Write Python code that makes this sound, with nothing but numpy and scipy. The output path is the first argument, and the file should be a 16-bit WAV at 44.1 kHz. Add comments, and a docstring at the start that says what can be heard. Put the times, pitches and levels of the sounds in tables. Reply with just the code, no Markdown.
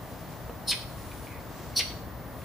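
"""Two tufts of feathers rip out as gloved hands pluck a duck at a table indoors. Each rip is a dense,
swelling run of tiny snaps that rings high while the skin is taut, then drops in pitch as it lets go.
The hands add dull taps and one faint glove slide; the room and a far wall answer rips and hands.
The fingers rustle in the feathers, over a bed of low steady rumble, a hum and a thin whine."""
import sys
import numpy as np
from scipy import signal
from scipy.fft import rfft, irfft, next_fast_len
from scipy.io import wavfile
from scipy.ndimage import map_coordinates

SR = 44100
rng = np.random.default_rng(int(sys.argv[2]) if len(sys.argv) > 2 else 0)


def dump(signal):
    """Clip the signal to [-1, 1] and save it as 16-bit WAV at the path in sys.argv[1]."""
    limited = np.clip(np.atleast_2d(signal).T, -1, 1)
    pcm = np.round(limited * 32767).astype(np.int16)
    wavfile.write(sys.argv[1], SR, pcm)


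N = 107780
T = np.arange(N) / SR
ATTACK_S, RELEASE_S = 0.0082, 0.0043  # edges of a rip
SNAPS_PER_S = 2000
SPLIT = np.array([[.5], [-.5]])  # shares a left-minus-right difference between the channels

# Rip cues: start_s, taut_s, level_db, swell_db, slack_level_db, slack_s
RIP_CUES = [(0.674, 0.037, -22, 6, -23, 0.028), (1.759, .035, -21.5, 2.5, -23, 0.022)]
# Ring of the taut skin, one curve per rip: frequency_hz, gain_db
TUFT_COLOURS = [
    [(1000, -21.5), (1900, -52), (2600, -21), (3300, -18), (3850, -4.5), (4160, 3.5), (4360, 0),
     (4650, -13), (4950, -9), (5150, 1.5), (5550, -7), (5800, -17), (6200, -18), (7700, -27.5),
     (8300, -15.5), (9400, -5.5), (10600, -12.5), (11700, -36), (13300, -16), (15500, -31)],
    [(1000, -45), (1900, -38), (2700, -21), (3700, -14.5), (4200, -1), (4500, 5), (4800, -13), (5200, -8.5),
     (5850, -0.5), (6200, -19.5), (6700, -37), (7600, -22.5), (9100, -12.5), (10500, -18), (12000, -22.5),
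     (13700, -21), (15500, -38)],
]
# Stereo tilt of the rips: frequency_hz, left_minus_right_db
RIP_BALANCE = [(2000, 0.8), (4500, -0.8), (7000, -.5), (9500, 1.3), (14000, -1)]
def rips():
    """Each tuft tears out in two overlapping layers: the taut stretch, then the slack release."""
    overlap_s, left_lag_s = 0.0045, 5e-6
    tears = 0
    for (start, taut_s, db, swell_db, slack_db, slack_s), colour in zip(RIP_CUES, TUFT_COLOURS):
        tears += taut_skin(start, taut_s, db, swell_db, colour)
        tears += slack_skin(start + taut_s - overlap_s, slack_s, slack_db)
    return place(tears, RIP_BALANCE, lambda hz: -2 * np.pi * hz * left_lag_s)


# Stereo focus of the taut snaps: frequency_hz, left_right_correlation
RIP_FOCUS = [(3000, 0.69), (4500, 1), (5500, 0.62), (9000, 0.6), (14000, 0.82)]
def taut_skin(start, length, db, swell_db, colour):
    """Quills snap out of the taut skin, louder as the pull grows."""
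    t = T - start
    swell = amp(db + swell_db * np.clip(t / length - 1, -1, 0))
    attack = 1 / (1 + np.exp(np.clip(2 - 4 * t / ATTACK_S, -50, 50)))
    release = np.exp(-np.maximum(t - length, 0) / RELEASE_S)
    slip = amp(db - 29) * np.exp(-(t / 0.013) ** 2)  # the fingers slip a little before the rip
    hair_db = -2.5
    drives = [snaps(SNAPS_PER_S) + amp(hair_db) * rng.standard_normal(N) for _ in range(2)]
    ringing = np.array([ring(drive, colour) for drive in drives])
    return (swell * attack * release + slip) * widen(ringing, RIP_FOCUS)


def slack_skin(start, length, db):
    """The last feathers come free, their snaps sinking in pitch as the skin loosens."""
    tight_hz, loose_hz, sag_s, scatter = 4280, 2610, 0.018, .21
    grains_per_s, t60_cycles, fade_db_per_s = 2200, 15.7, 305
    count = int(grains_per_s * length * 2)
    onset_s = (np.arange(count) + rng.random(count)) / grains_per_s
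    pitch_hz = loose_hz + (tight_hz - loose_hz) * np.exp(-onset_s / sag_s)
    pitch_hz *= np.exp(scatter * jitter(count))
    samples = np.arange(SR // 100)
    cycles = pitch_hz[:, None] * samples / SR
    grains = np.sin(2 * np.pi * cycles) * amp(-60 * cycles / t60_cycles) * (1 - np.exp(-cycles))
    slots = ((start + onset_s) * SR).astype(int)[:, None] + samples
    crackle = np.bincount(slots.ravel(), grains.ravel(), N)[:N]
    crackle = unit(crackle) * np.sqrt(2 * length * SR / N)  # rms near 1 while it sounds
    fizz = amp(-12.5) * unit(ring(snaps(SNAPS_PER_S), FEATHER_COLOUR))
    t = np.maximum(T - start, 0)
    envelope = np.clip(t / ATTACK_S, 0, 1) * amp(db - fade_db_per_s * t)
    release = np.exp(-np.maximum(t - length, 0) / (2 * RELEASE_S))
    return (crackle + fizz) * envelope * release


# Knocks and ticks: start_s, level_db, pitch_hz, t60_s
TAP_CUES = [(.494, -31.5, 580, 0.055), (.493, -46, 2400, .02), (1.115, -38, 2370, .025),
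            (1.269, -41, 2400, 0.029), (1.738, -42, 2300, .025), (2.416, -42, 2410, 0.028)]
def hand_taps():
    """The working hands knock and tick: short, damped bursts of resonant noise."""
    rise_s = 0.0021
    taps = 0
    for start, db, hz, t60 in TAP_CUES:
        t = np.maximum(T - start, 0)
        taps += noise_band(hz, width=0.48) * np.minimum(t / rise_s, 1) * amp(db - 60 * t / t60)
    return taps


# Path of the slide: time_s, level_db, pitch_hz
SLIDE_PATH = [(1.25, -74, 2430), (1.32, -53, 2284), (1.39, -61, 2160), (1.46, -79, 2000)]
def glove_slide():
    """A glove slides faintly: a narrow band of noise gliding down."""
    times, db, hz = np.transpose(SLIDE_PATH)
    roughness = wobble(650) + 1j * wobble(650)
    phase = 2 * np.pi * np.cumsum(np.interp(T, times, hz)) / SR
    rub = unit(np.real(roughness * np.exp(1j * phase)))
    return rub * np.interp(T, times, amp(db), left=0, right=0)


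# Fader moves of the rustle: time_s, feather_level_db, down_level_db
RUSTLE_LEVELS = [(0, -60.5, -62), (.27, -56.5, -62.5), (.48, -59, -63.5), (.58, -63.5, -65),
                 (.85, -57.5, -59), (1.05, -55, -56), (1.27, -55, -56.5), (1.36, -61.5, -62),
                 (1.48, -59, -64.5), (1.6, -51.5, -61), (1.73, -56.5, -65), (2.0, -58, -66),
                 (2.13, -75.5, -67.5), (2.301, -67, -61.5), (2.44, -56, -58)]
# Broad brush of feathers, also the fizz of the slack skin: frequency_hz, gain_db
FEATHER_COLOUR = [(800, -1.5), (2000, 0), (4000, -0.5), (6300, -1.5), (8000, -3.5), (10000, -16),
                  (11500, -28), (15000, -53)]
# Airy top of the fine down: frequency_hz, gain_db
DOWN_COLOUR = [(5000, -25), (8000, -13), (10000, 0.5), (11500, -10), (13500, -8), (15000, -22)]
def feather_rustle():
    """Soft grains of feathers and fine down brushing the gloves."""
    times, *levels = np.transpose(RUSTLE_LEVELS)
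    flutter_db = wobble(30.54)
    rustle = 0
    for db, colour in zip(levels, (FEATHER_COLOUR, DOWN_COLOUR)):
        grains = np.array([snaps(3300, spread_db=4.5) for _ in range(2)])
        rustle += diffuse(grains, colour) * amp(np.interp(T, times, db) + flutter_db)
    return rustle


# Decay of the room: frequency_hz, t60_s
ROOM_DECAY = [(300, 0.14), (2000, 0.39), (4300, 0.47), (6000, 0.38), (9500, 0.38), (14000, 0.35)]
def room(x):
    """Near surfaces echo at once; the diffuse tail dies at its own speed in each band."""
    tail_db, build_s, walls_db, reflections = -8, 0.0076, -8.5, 8
    hz, t, noise = signal.stft(rng.standard_normal((2, SR // 2)), SR, nperseg=256)
    envelope = amp(-60 * t / along(ROOM_DECAY, hz)[:, None]) * (1 - np.exp(-t / build_s))
    tail = signal.istft(noise * envelope, SR, nperseg=256)[1]
    tail *= amp(tail_db) / np.linalg.norm(tail[0])
    for side in tail:
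        arrivals = (rng.uniform(.002, .025, reflections) * SR).astype(int)
        side[arrivals] += amp(walls_db) * rng.choice([-1, 1], reflections) / np.sqrt(reflections)
    return signal.fftconvolve(x, tail, axes=1)[:, :N]


def far_wall(x, delay_s=0.11, level_db=-21, cutoff_hz=7500):
    """One dull slap comes back from a far wall."""
    echo = filtered(x, lambda hz: np.exp(-2j * np.pi * hz * delay_s) / (1 + (hz / cutoff_hz) ** 4))
    return amp(level_db) * echo


# Tone of the rumble: frequency_hz, gain_db
RUMBLE_COLOUR = [(20, -23), (32, -13), (62, 1), (85, -2.5), (130, -2.5), (165, -3), (200, -7), (270, -7.5),
                 (410, -12.5), (630, -9.5), (850, -14.5), (1130, -14.5), (1350, -19.5), (1900, -21),
                 (2500, -30), (3300, -31), (5000, -33.5), (8000, -39.5), (14000, -45.5)]
# Stereo tilt of rumble and hum: frequency_hz, left_minus_right_db
BED_BALANCE = [(30, 2), (80, 6), (170, 2), (350, 2.5), (700, 1), (2000, 0), (10000, -2)]
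# Stereo phase of rumble and hum: frequency_hz, left_lead_rad
BED_PHASE = [(30, -0.42), (1200, -0.13), (7000, -0.061), (14000, 0)]
def low_bed(rumble_db=-41, hum_db=-54, hum_hz=116.8):
    """Steady rumble with a wavering hum, the lows leaning left."""
    rumble = amp(rumble_db) * diffuse(rng.standard_normal((2, N)), RUMBLE_COLOUR)
    hum_peak = amp(hum_db + 1.25 * wobble(3.8)) * np.sqrt(2)
    hum = hum_peak * np.sin(2 * np.pi * hum_hz * T + 0.29 * wobble(5.32))
    return place(rumble + hum, BED_BALANCE, lambda hz: along(BED_PHASE, hz))


def whine(pitch_hz=14835.5, level_db=-57.5, pan_db=2):
    """A thin electrical whine, a little to the left."""
    phase = 2 * np.pi * pitch_hz * T + np.array([[0], [.7]]) + .1 * wobble(8)
    return amp(level_db + pan_db * SPLIT) * np.sqrt(2) * np.sin(phase)


# Stereo focus of rustle and rumble: frequency_hz, left_right_correlation
DIFFUSE_FOCUS = [(30, 0.74), (100, 0.93), (300, 0.84), (700, 0.87), (1300, 0.74), (3000, 0.49),
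                 (10000, 0.25)]
def diffuse(pair, colour):
    """A coloured, diffuse stereo sound of rms 1."""
    return widen(filtered(pair, lambda hz: amp(along(colour, hz))), DIFFUSE_FOCUS)


def widen(pair, focus):
    """Two unrelated signals become left and right with the given correlation, rms 1."""
    angle = lambda hz: np.arccos(np.clip(along(focus, hz), -1, 1)) / 2
    mid, side = filtered(pair, lambda hz: np.array([np.cos(angle(hz)), np.sin(angle(hz))]))
    return unit(np.array([mid + side, mid - side]))


def place(x, balance, left_lead_rad):
    """Pan each frequency by level and phase."""
    return filtered(x, lambda hz: (amp(along(balance, hz)) * np.exp(1j * left_lead_rad(hz))) ** SPLIT)


def snaps(per_s, spread_db=0):
    """Irregular clicks, their sizes scattered by spread_db, rms 1."""
    count = int(per_s * N / SR)
    onsets = ((np.arange(count) + 2 * rng.random(count)) * SR / per_s).astype(int)
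    sizes = amp(spread_db * jitter(count)) * rng.choice([-1, 1], count)
    return unit(np.bincount(onsets, sizes, N)[:N])


def ring(x, colour):
    """x rings a causal (minimum-phase) body of the given colour."""
    size = 2048
    cepstrum = irfft(np.log(amp(along(colour, np.fft.rfftfreq(size, 1 / SR)))))
    cepstrum[1:size // 2] *= 2
    cepstrum[size // 2 + 1:] = 0
    return signal.fftconvolve(x, irfft(np.exp(rfft(cepstrum))))[:N]


def noise_band(centre_hz, width):
    """Noise in one resonance, its width a share of the centre."""
    def resonance(hz):
        damping = 1j * hz * width * centre_hz
        return (damping / (centre_hz ** 2 - hz ** 2 + damping)) ** 2
    return unit(filtered(rng.standard_normal(N), resonance))


def filtered(x, response):
    """Shape x with a frequency response."""
    size = next_fast_len(N + SR // 2)
    return irfft(rfft(x, size) * response(np.fft.rfftfreq(size, 1 / SR)), size)[..., :N]


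def along(curve, hz):
    """Read a curve on a log frequency axis."""
    points_hz, values = np.transpose(curve)
    return np.interp(np.log(hz + 1), np.log(points_hz + 1), values)


def wobble(knots_per_s):
    """A smooth random curve."""
    return map_coordinates(rng.standard_normal(int(N * knots_per_s / SR) + 4), [T * knots_per_s])


def jitter(count):
    """Normal draws held within two deviations."""
    return np.clip(rng.standard_normal(count), -2, 2)


def amp(db):
    """Decibels to gain."""
    return 10 ** (np.asarray(db) / 20)


def unit(x):
    """Scale to rms 1."""
    return x / np.sqrt(np.mean(x ** 2) + 1e-20)


def scene():
    """Rips and hands feed the room; the rustle and the background stay dry."""
    work = rips() + hand_taps() + glove_slide()
    return work + far_wall(work) + room(work) + feather_rustle() + low_bed() + whine()


def record(dry, cutoff_hz=15500):
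    """A brick-wall high cut on the whole mix."""
    return filtered(dry, lambda hz: hz < cutoff_hz)


dry = scene()
out = record(dry)
dump(out)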